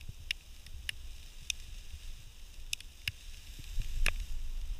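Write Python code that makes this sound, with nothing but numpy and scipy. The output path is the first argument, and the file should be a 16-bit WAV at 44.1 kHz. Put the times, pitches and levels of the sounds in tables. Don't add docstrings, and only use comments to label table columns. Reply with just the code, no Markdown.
import sys
import numpy as np
from scipy import signal
from scipy.fft import rfft, irfft
from scipy.io import wavfile
from scipy.ndimage import uniform_filter1d

SR = 44100
rng = np.random.default_rng(int(sys.argv[2]) if len(sys.argv) > 2 else 0)


def output_pcm(signal):
    pcm = np.clip(np.atleast_2d(signal).T, -1, 1) * 32767
    wavfile.write(sys.argv[1], SR, np.round(pcm).astype(np.int16))


def elevation(decibels):
    levels = np.asarray(decibels, float)
    return 10 ** (levels / 20)


N = 211274


def set_rms(x, db):
    return x * elevation(db) / np.sqrt(np.mean(x ** 2))


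def noise():
    return rng.standard_normal(N)


def band(x, lo_hz, hi_hz, order=2):
    sos = signal.butter(order, [lo_hz, hi_hz], "bandpass", fs=SR, output="sos")
    return signal.sosfilt(sos, x)


def slope_db(points, hz):
    point_hz, point_db = np.transpose(points)
    return np.interp(np.log(hz), np.log(point_hz), point_db)


def wander(rate_hz):
    hold = int(SR / rate_hz)
    steps = np.repeat(rng.standard_normal(N // hold + 1), hold)
    smooth = uniform_filter1d(uniform_filter1d(steps, hold), hold)
    return 1.23 * smooth[:N]


def follow(control, rest_db, layers):
    times, control_db = np.transpose(control)
    swing_db = np.interp(np.arange(N) / SR, times, control_db) - rest_db
    return [layer_db + share * swing_db for layer_db, share in layers]


def add(out, s, x):
    start = max(int(s * SR), 0)
    out[start:start + len(x)] += x[:N - start]


def rings(table, rise_s):
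    out = np.zeros(N)
    t = np.arange(SR // 2) / SR
    for s, peak_db, hz, t60 in table:
        decay = np.exp(-np.log(1000) * t / t60)
        swing = np.sin(2 * np.pi * hz * t) * decay * (1 - np.exp(-t / rise_s))
        add(out, s, swing * elevation(peak_db) / np.abs(swing).max())
    return out


def microphone():
    return set_rms(band(noise(), 12500, 16000, order=3), -77.5)


# (frequency [Hz], level [dB])
HUSH_TONE = [(88, -36), (150, -2), (493, -8.5), (701, -10), (1400, -14), (2190, -21), (2450, -10),
             (3000, -4), (3900, -16), (6600, -120)]


def field():
    hz = np.maximum(np.fft.rfftfreq(N, 1 / SR), 1)
    hush = irfft(rfft(noise()) * elevation(slope_db(HUSH_TONE, hz)), N)
    return set_rms(hush, -66) * elevation(0.48 * wander(2.72))


def rustle():
    t = np.arange(N) / SR
    turn_s, step_back_s, step_rise_s = 3.65, 3.9, 0.92
    tone_db, swish_db = follow(BURN, CALM_BURN_DB, [(-84, 1.9), (-78, 0.93)])
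    tone_db = tone_db - 7 * np.clip((t - turn_s) / 0.3, 0, 1)
    swish_db = swish_db + 10 * np.clip((t - step_back_s) / step_rise_s, 0, 1)
    tone = set_rms(band(noise(), 1623, 1698), 0) * elevation(tone_db)
    swish = set_rms(band(noise(), 770, 2400), 0) * elevation(swish_db + wander(13))
    return tone + swish


# (time [s], level [dB])
WIND_STRENGTH = [(0.0, -45), (.16, -51.5), (.27, -45), (.58, -51.5), (.76, -43), (.93, -49), (1.05, -45.5),
                 (1.32, -51), (1.69, -45), (2.1, -45.5), (2.28, -53), (2.67, -47), (2.92, -52.5),
                 (3.25, -46.5), (3.59, -51.5), (3.8, -34), (4.0, -33), (4.79, -41)]
# (level in a breeze [dB], share of swings [ratio])
EDDY_LAYERS = [(-46, 0.93), (-54.5, .6), (-72.5, 0.12)]
# (time [s], peak [dB], frequency [Hz], time to fall 60 dB [s])
AIR_SLAPS = [(.09, -33, 98, 0.036), (.2, -45, 86.4, 0.093), (.675, -46.5, 126, 0.029), (.74, -41, 69, 0.1),
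             (1.935, -40.5, 72, 0.15), (3.082, -33.5, 96, 0.063), (3.593, -38, 104.6, 0.043),
             (3.797, -34.5, 108, 0.063), (4.06, -40, 128, 0.068), (.92, -49, 99, 0.065),
             (1.42, -49.5, 119, .05), (1.68, -45, 90, .06), (2.19, -50, 100, .09), (2.27, -49, 105, .09),
             (3.97, -41, 94.5, 0.068), (4.085, -36, 85, 0.086)]
# (time [s], peak [dB], frequency [Hz], time to fall 60 dB [s])
AIR_HEAVES = [
    (3.767, -26.5, 26, 0.146),
    (4.008, -26, 21, 0.35),
    (4.69, -32, 26.3, 0.18),
]


def wind():
    breeze_db = -47
    rumble_db, buffet_db, flutter_db = follow(WIND_STRENGTH, breeze_db, EDDY_LAYERS)
    gusts = elevation(2.2 * uniform_filter1d(wander(16), size=800))
    rumble = set_rms(band(noise(), 14.1, 29.8), 0) * elevation(rumble_db)
    buffet = set_rms(band(noise(), 44, 74.5) * gusts, 0) * elevation(buffet_db)
    flutter = set_rms(band(noise(), 73, 169) * gusts, 0) * elevation(flutter_db)
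    slaps = rings(AIR_SLAPS, rise_s=0.0035)
    heaves = rings(AIR_HEAVES, rise_s=0.027)
    return rumble + buffet + flutter + slaps - heaves


# (time [s], peak [dB], frequency [Hz], time to fall 60 dB [s])
HOUSING_KNOCKS = [(4.063, -39.5, 410, 0.015), (4.0636, -28.5, 1330, 0.0091), (4.0642, -24.5, 1684, 0.011),
                  (.09, -54.5, 365, 0.025), (3.8, -56, 560, 0.024), (4.0836, -29.5, 615, 0.011),
                  (4.0836, -28.5, 1197, 0.011), (4.0836, -18, 2460, 0.0098), (3.589, -47, 286, 0.05),
                  (3.799, -49.5, 270, 0.01), (4.0638, -27, 4050, .008), (.3072, -32, 4800, .008),
                  (.8912, -36, 11500, .007), (3.0758, -29, 5100, .009), (3.0758, -36, 11300, .008),
                  (.6645, -48, 1900, .02)]


def knocks():
    return rings(HOUSING_KNOCKS, rise_s=0.00067)


def causal(gain):
    cepstrum = irfft(np.log(gain))
    half = len(cepstrum) // 2
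    cepstrum[1:half] *= 2
    cepstrum[half + 1:] = 0
    return irfft(np.exp(rfft(cepstrum)))[:half]


# (frequency [Hz], width [Hz], level [dB])
HOUSING_MODES = [(1694, 130, -12), (2527, 190, -8.5), (2798, 250, -3), (3180, 340, -14), (3660, 520, -3),
                 (3910, 150, -9.5), (5370, 760, -4.5), (6060, 320, -6), (6485, 290, -4.5),
                 (7590, 930, -10.5), (8530, 340, -11), (9480, 1530, -9), (11800, 1200, -17),
                 (14100, 2700, -17.5)]
# (frequency [Hz], level [dB])
HOUSING_VALLEYS = [(600, -18.5), (1400, -22), (2200, -6.5), (4400, -8), (6900, -11), (9000, -18.5),
                   (10800, -12.5), (15300, -12.5)]


def housing():
    hz = np.maximum(np.fft.rfftfreq(4096, 1 / SR), 1)
    power = elevation(2 * slope_db(HOUSING_VALLEYS, hz))
    for mode_hz, width_hz, db in HOUSING_MODES:
        distance = 2 * (hz - mode_hz) / width_hz
        power = power + elevation(2 * db) / (1 + distance ** 2) ** 2
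    return causal(np.sqrt(power))


# (offset [dB], share of brightness [ratio])
BRIGHTNESS = [(-3, .85), (0.4, 0.93)]


def colour(peak_db, weight_db, bright_db, edge_db):
    upper_db, snap_db = [peak_db + offset + share * bright_db for offset, share in BRIGHTNESS]
    return peak_db, peak_db + weight_db, upper_db, snap_db, peak_db + edge_db


def burst(shell, peaks_db, length_ms, bands_hz):
    t = np.arange(2600) / SR
    # (rise share, length share, tail time to fall 60 dB [s], filter order)
    shapes = [(0.87, 0.75, 0.027, 3), (0.17, 1.0, 0.043, 2), (1.0, 0.81, 0.021, 3),
              (0.2, 0.82, 0.035, 2), (0.24, 0.7, 0.033, 3)]
    out = np.zeros(len(t))
    for peak_db, (rise, share, t60, order), (lo_hz, hi_hz) in zip(peaks_db, shapes, bands_hz):
        end_s = share * length_ms / 1000
        blast = np.clip(t / (rise * end_s), 0.15, 1) * np.exp(-np.maximum(t - end_s, 0) / 0.00027)
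        tail = elevation(-10) * np.exp(-np.log(1000) * t / t60)
        raw = rng.standard_normal(len(t)) * (blast + tail)
        rung = band(np.convolve(raw, shell)[:len(t)], lo_hz, hi_hz, order)
        out += rung * elevation(peak_db) / np.abs(signal.hilbert(rung)).max()
    return out


# (time [s], peak [dB], weight [dB], brightness [dB], edge [dB])
LOUD_POPS = [
    (0.0094, -46, -2, 0.5, -0.5),
    (0.307, -21.5, -1, -4.5, -10.5),
    (0.6641, -48.5, 5.5, 9, 6),
    (0.8908, -23.5, 1.2, -7, -4.5),
    (1.5, -22.5, -37, 3.5, -2),
    (2.7311, -21, -44, 0, -1.5),
    (2.804, -39, -5, 2, 1),
    (3.0754, -19, -6.5, -10, -12),
]
# (time [s], peak [dB], weight [dB], brightness [dB], edge [dB])
CLOSE_CRACKS = [
    (4.0605, -38, 8, 1, 1),
    (4.0628, -26.5, 8.5, 4, 3.5),
    (4.0836, -46, 23.5, -2, -8),
]
# (time [s], peak [dB], brightness [dB])
SMALL_SPARKS = [(0.408, -45, -20), (0.5631, -49, 1.5), (1.073, -49.5, -9), (1.2281, -43, -7),
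                (1.5986, -44, -1), (1.9045, -45.5, -7), (2.0263, -63, -2), (2.397, -47, -13),
                (2.5406, -45.5, -0.5), (3.0165, -47, -4), (3.2071, -43, -11), (3.343, -41.5, -11),
                (3.4709, -40.5, -10), (3.6402, -38, -3.5), (3.675, -45, -28), (3.816, -34, -9),
                (3.844, -40.5, -9), (4.1587, -39.5, -15), (4.1997, -36, -6), (4.6134, -46, -0.5)]
# (low edge [Hz], high edge [Hz])
HEAVY_BANDS = ((2400, 3000), (1300, 2300), (3300, 3800), (4400, 5600), (7600, 12500))
# (low edge [Hz], high edge [Hz])
LIGHT_BANDS = ((2450, 3000), (1150, 2350), (3350, 3950), (4900, 6800), (7100, 11800))
# (low edge [Hz], high edge [Hz])
CRACK_BANDS = ((2350, 3150), (1150, 2350), (3300, 4700), (4900, 6900), (8800, 12300))
# (low edge [Hz], high edge [Hz])
SPARK_BANDS = ((2350, 3150), (1150, 2350), (3200, 4100), (4200, 6900), (7200, 13000))


def pops(shell):
    out = np.zeros(N)
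    for s, peak_db, weight_db, bright_db, edge_db in LOUD_POPS:
        bands_hz = LIGHT_BANDS if weight_db < -20 else HEAVY_BANDS
        add(out, s, burst(shell, colour(peak_db, weight_db, bright_db, edge_db), 3.2, bands_hz))
    for s, *row_db in CLOSE_CRACKS:
        add(out, s, burst(shell, colour(*row_db), 1.52, CRACK_BANDS))
    for s, db, bright_db in SMALL_SPARKS:
        peaks_db = (db - 5, db - 9, db - 9, db + bright_db, db - 5 + 0.71 * bright_db)
        add(out, s, burst(shell, peaks_db, 2.47, SPARK_BANDS))
    return signal.sosfilt(signal.butter(4, 15200, fs=SR, output="sos"), out)


def burning_powder():
    sparks_per_s, spark_fade_s = 250, 0.0012
    lit = rng.random(N) < sparks_per_s / SR
    sparks = lit * elevation(4.1 * np.minimum(rng.exponential(size=N), 3.2))
    glow = np.convolve(sparks, np.exp(-np.arange(600) / SR / spark_fade_s))[:N]
    flicker_db = 0.7 * wander(20)
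    return noise() * (1 + 0.31 * glow) * elevation(flicker_db)


# (time [s], level [dB])
BURN = [(0.0, -66.5), (0.73, -65), (1.03, -63), (1.6, -61), (2.07, -60.5), (2.47, -64), (3.01, -63.5),
        (3.27, -60), (3.65, -58), (4.04, -57.5), (4.19, -59), (4.43, -63.5), (4.79, -64)]
CALM_BURN_DB = -62
# (level at a calm burn [dB], share of swings [ratio])
FIZZ_LAYERS = [(-62, 0.98), (-61, 0.67), (-70, 0.29)]
# (frequency [Hz], width [Hz], level [dB])
FAR_SHADOWS = [(4320, 470, -7.5), (6900, 130, 0), (9300, 150, -1.5), (2170, 290, -5.5), (3340, 130, -3.5),
               (11000, 1400, -0.5)]
# (frequency [Hz], width [Hz], level [dB])
NEAR_RINGS = [(6700, 500, -5), (7440, 170, -4), (12160, 900, -2.5)]


def fizz(shell):
    raw = burning_powder()
    rung = signal.fftconvolve(raw, shell)[:N]
    hz = np.fft.rfftfreq(N, 1 / SR)
    shadow_db = sum(db / (1 + (2 * (hz - f) / width) ** 4) for f, width, db in FAR_SHADOWS)
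    rung = irfft(rfft(rung) * elevation(shadow_db), N)

    far = np.zeros(N)
    edges_hz = [(1200, 4350), (4350, 8900), (8900, 17000)]
    for (lo_hz, hi_hz), layer_db in zip(edges_hz, follow(BURN, CALM_BURN_DB, FIZZ_LAYERS)):
        far += set_rms(band(rung, lo_hz, hi_hz, order=3), 0) * elevation(layer_db)

    near = np.zeros(N)
    for f, width, db in NEAR_RINGS:
        near += set_rms(band(raw, f - width / 2, f + width / 2, order=1), db)
    t = np.arange(N) / SR
    catch_s, catch_db_per_s = 3.52, 110
    leave_s, leave_db_per_s = 4.18, 38
    near_db = -69 - catch_db_per_s * np.maximum(catch_s - t, 0)
    near_db = near_db - leave_db_per_s * np.maximum(t - leave_s, 0)
    return far + near * elevation(near_db)


def scene():
    shell = housing()
    steady = microphone() + field() + rustle() + fizz(shell)
    top_edge = signal.ellip(7, 0.3, 40, 15200, fs=SR, output="sos")
    steady = signal.sosfilt(top_edge, steady)
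    mix = steady + wind() + knocks() + pops(shell)
    return mix[None]


def band_limit(x):
    return signal.sosfilt(signal.butter(12, 16500, fs=SR, output="sos"), x)


def record(dry):
    return band_limit(dry)


dry = scene()
out = record(dry)
output_pcm(out)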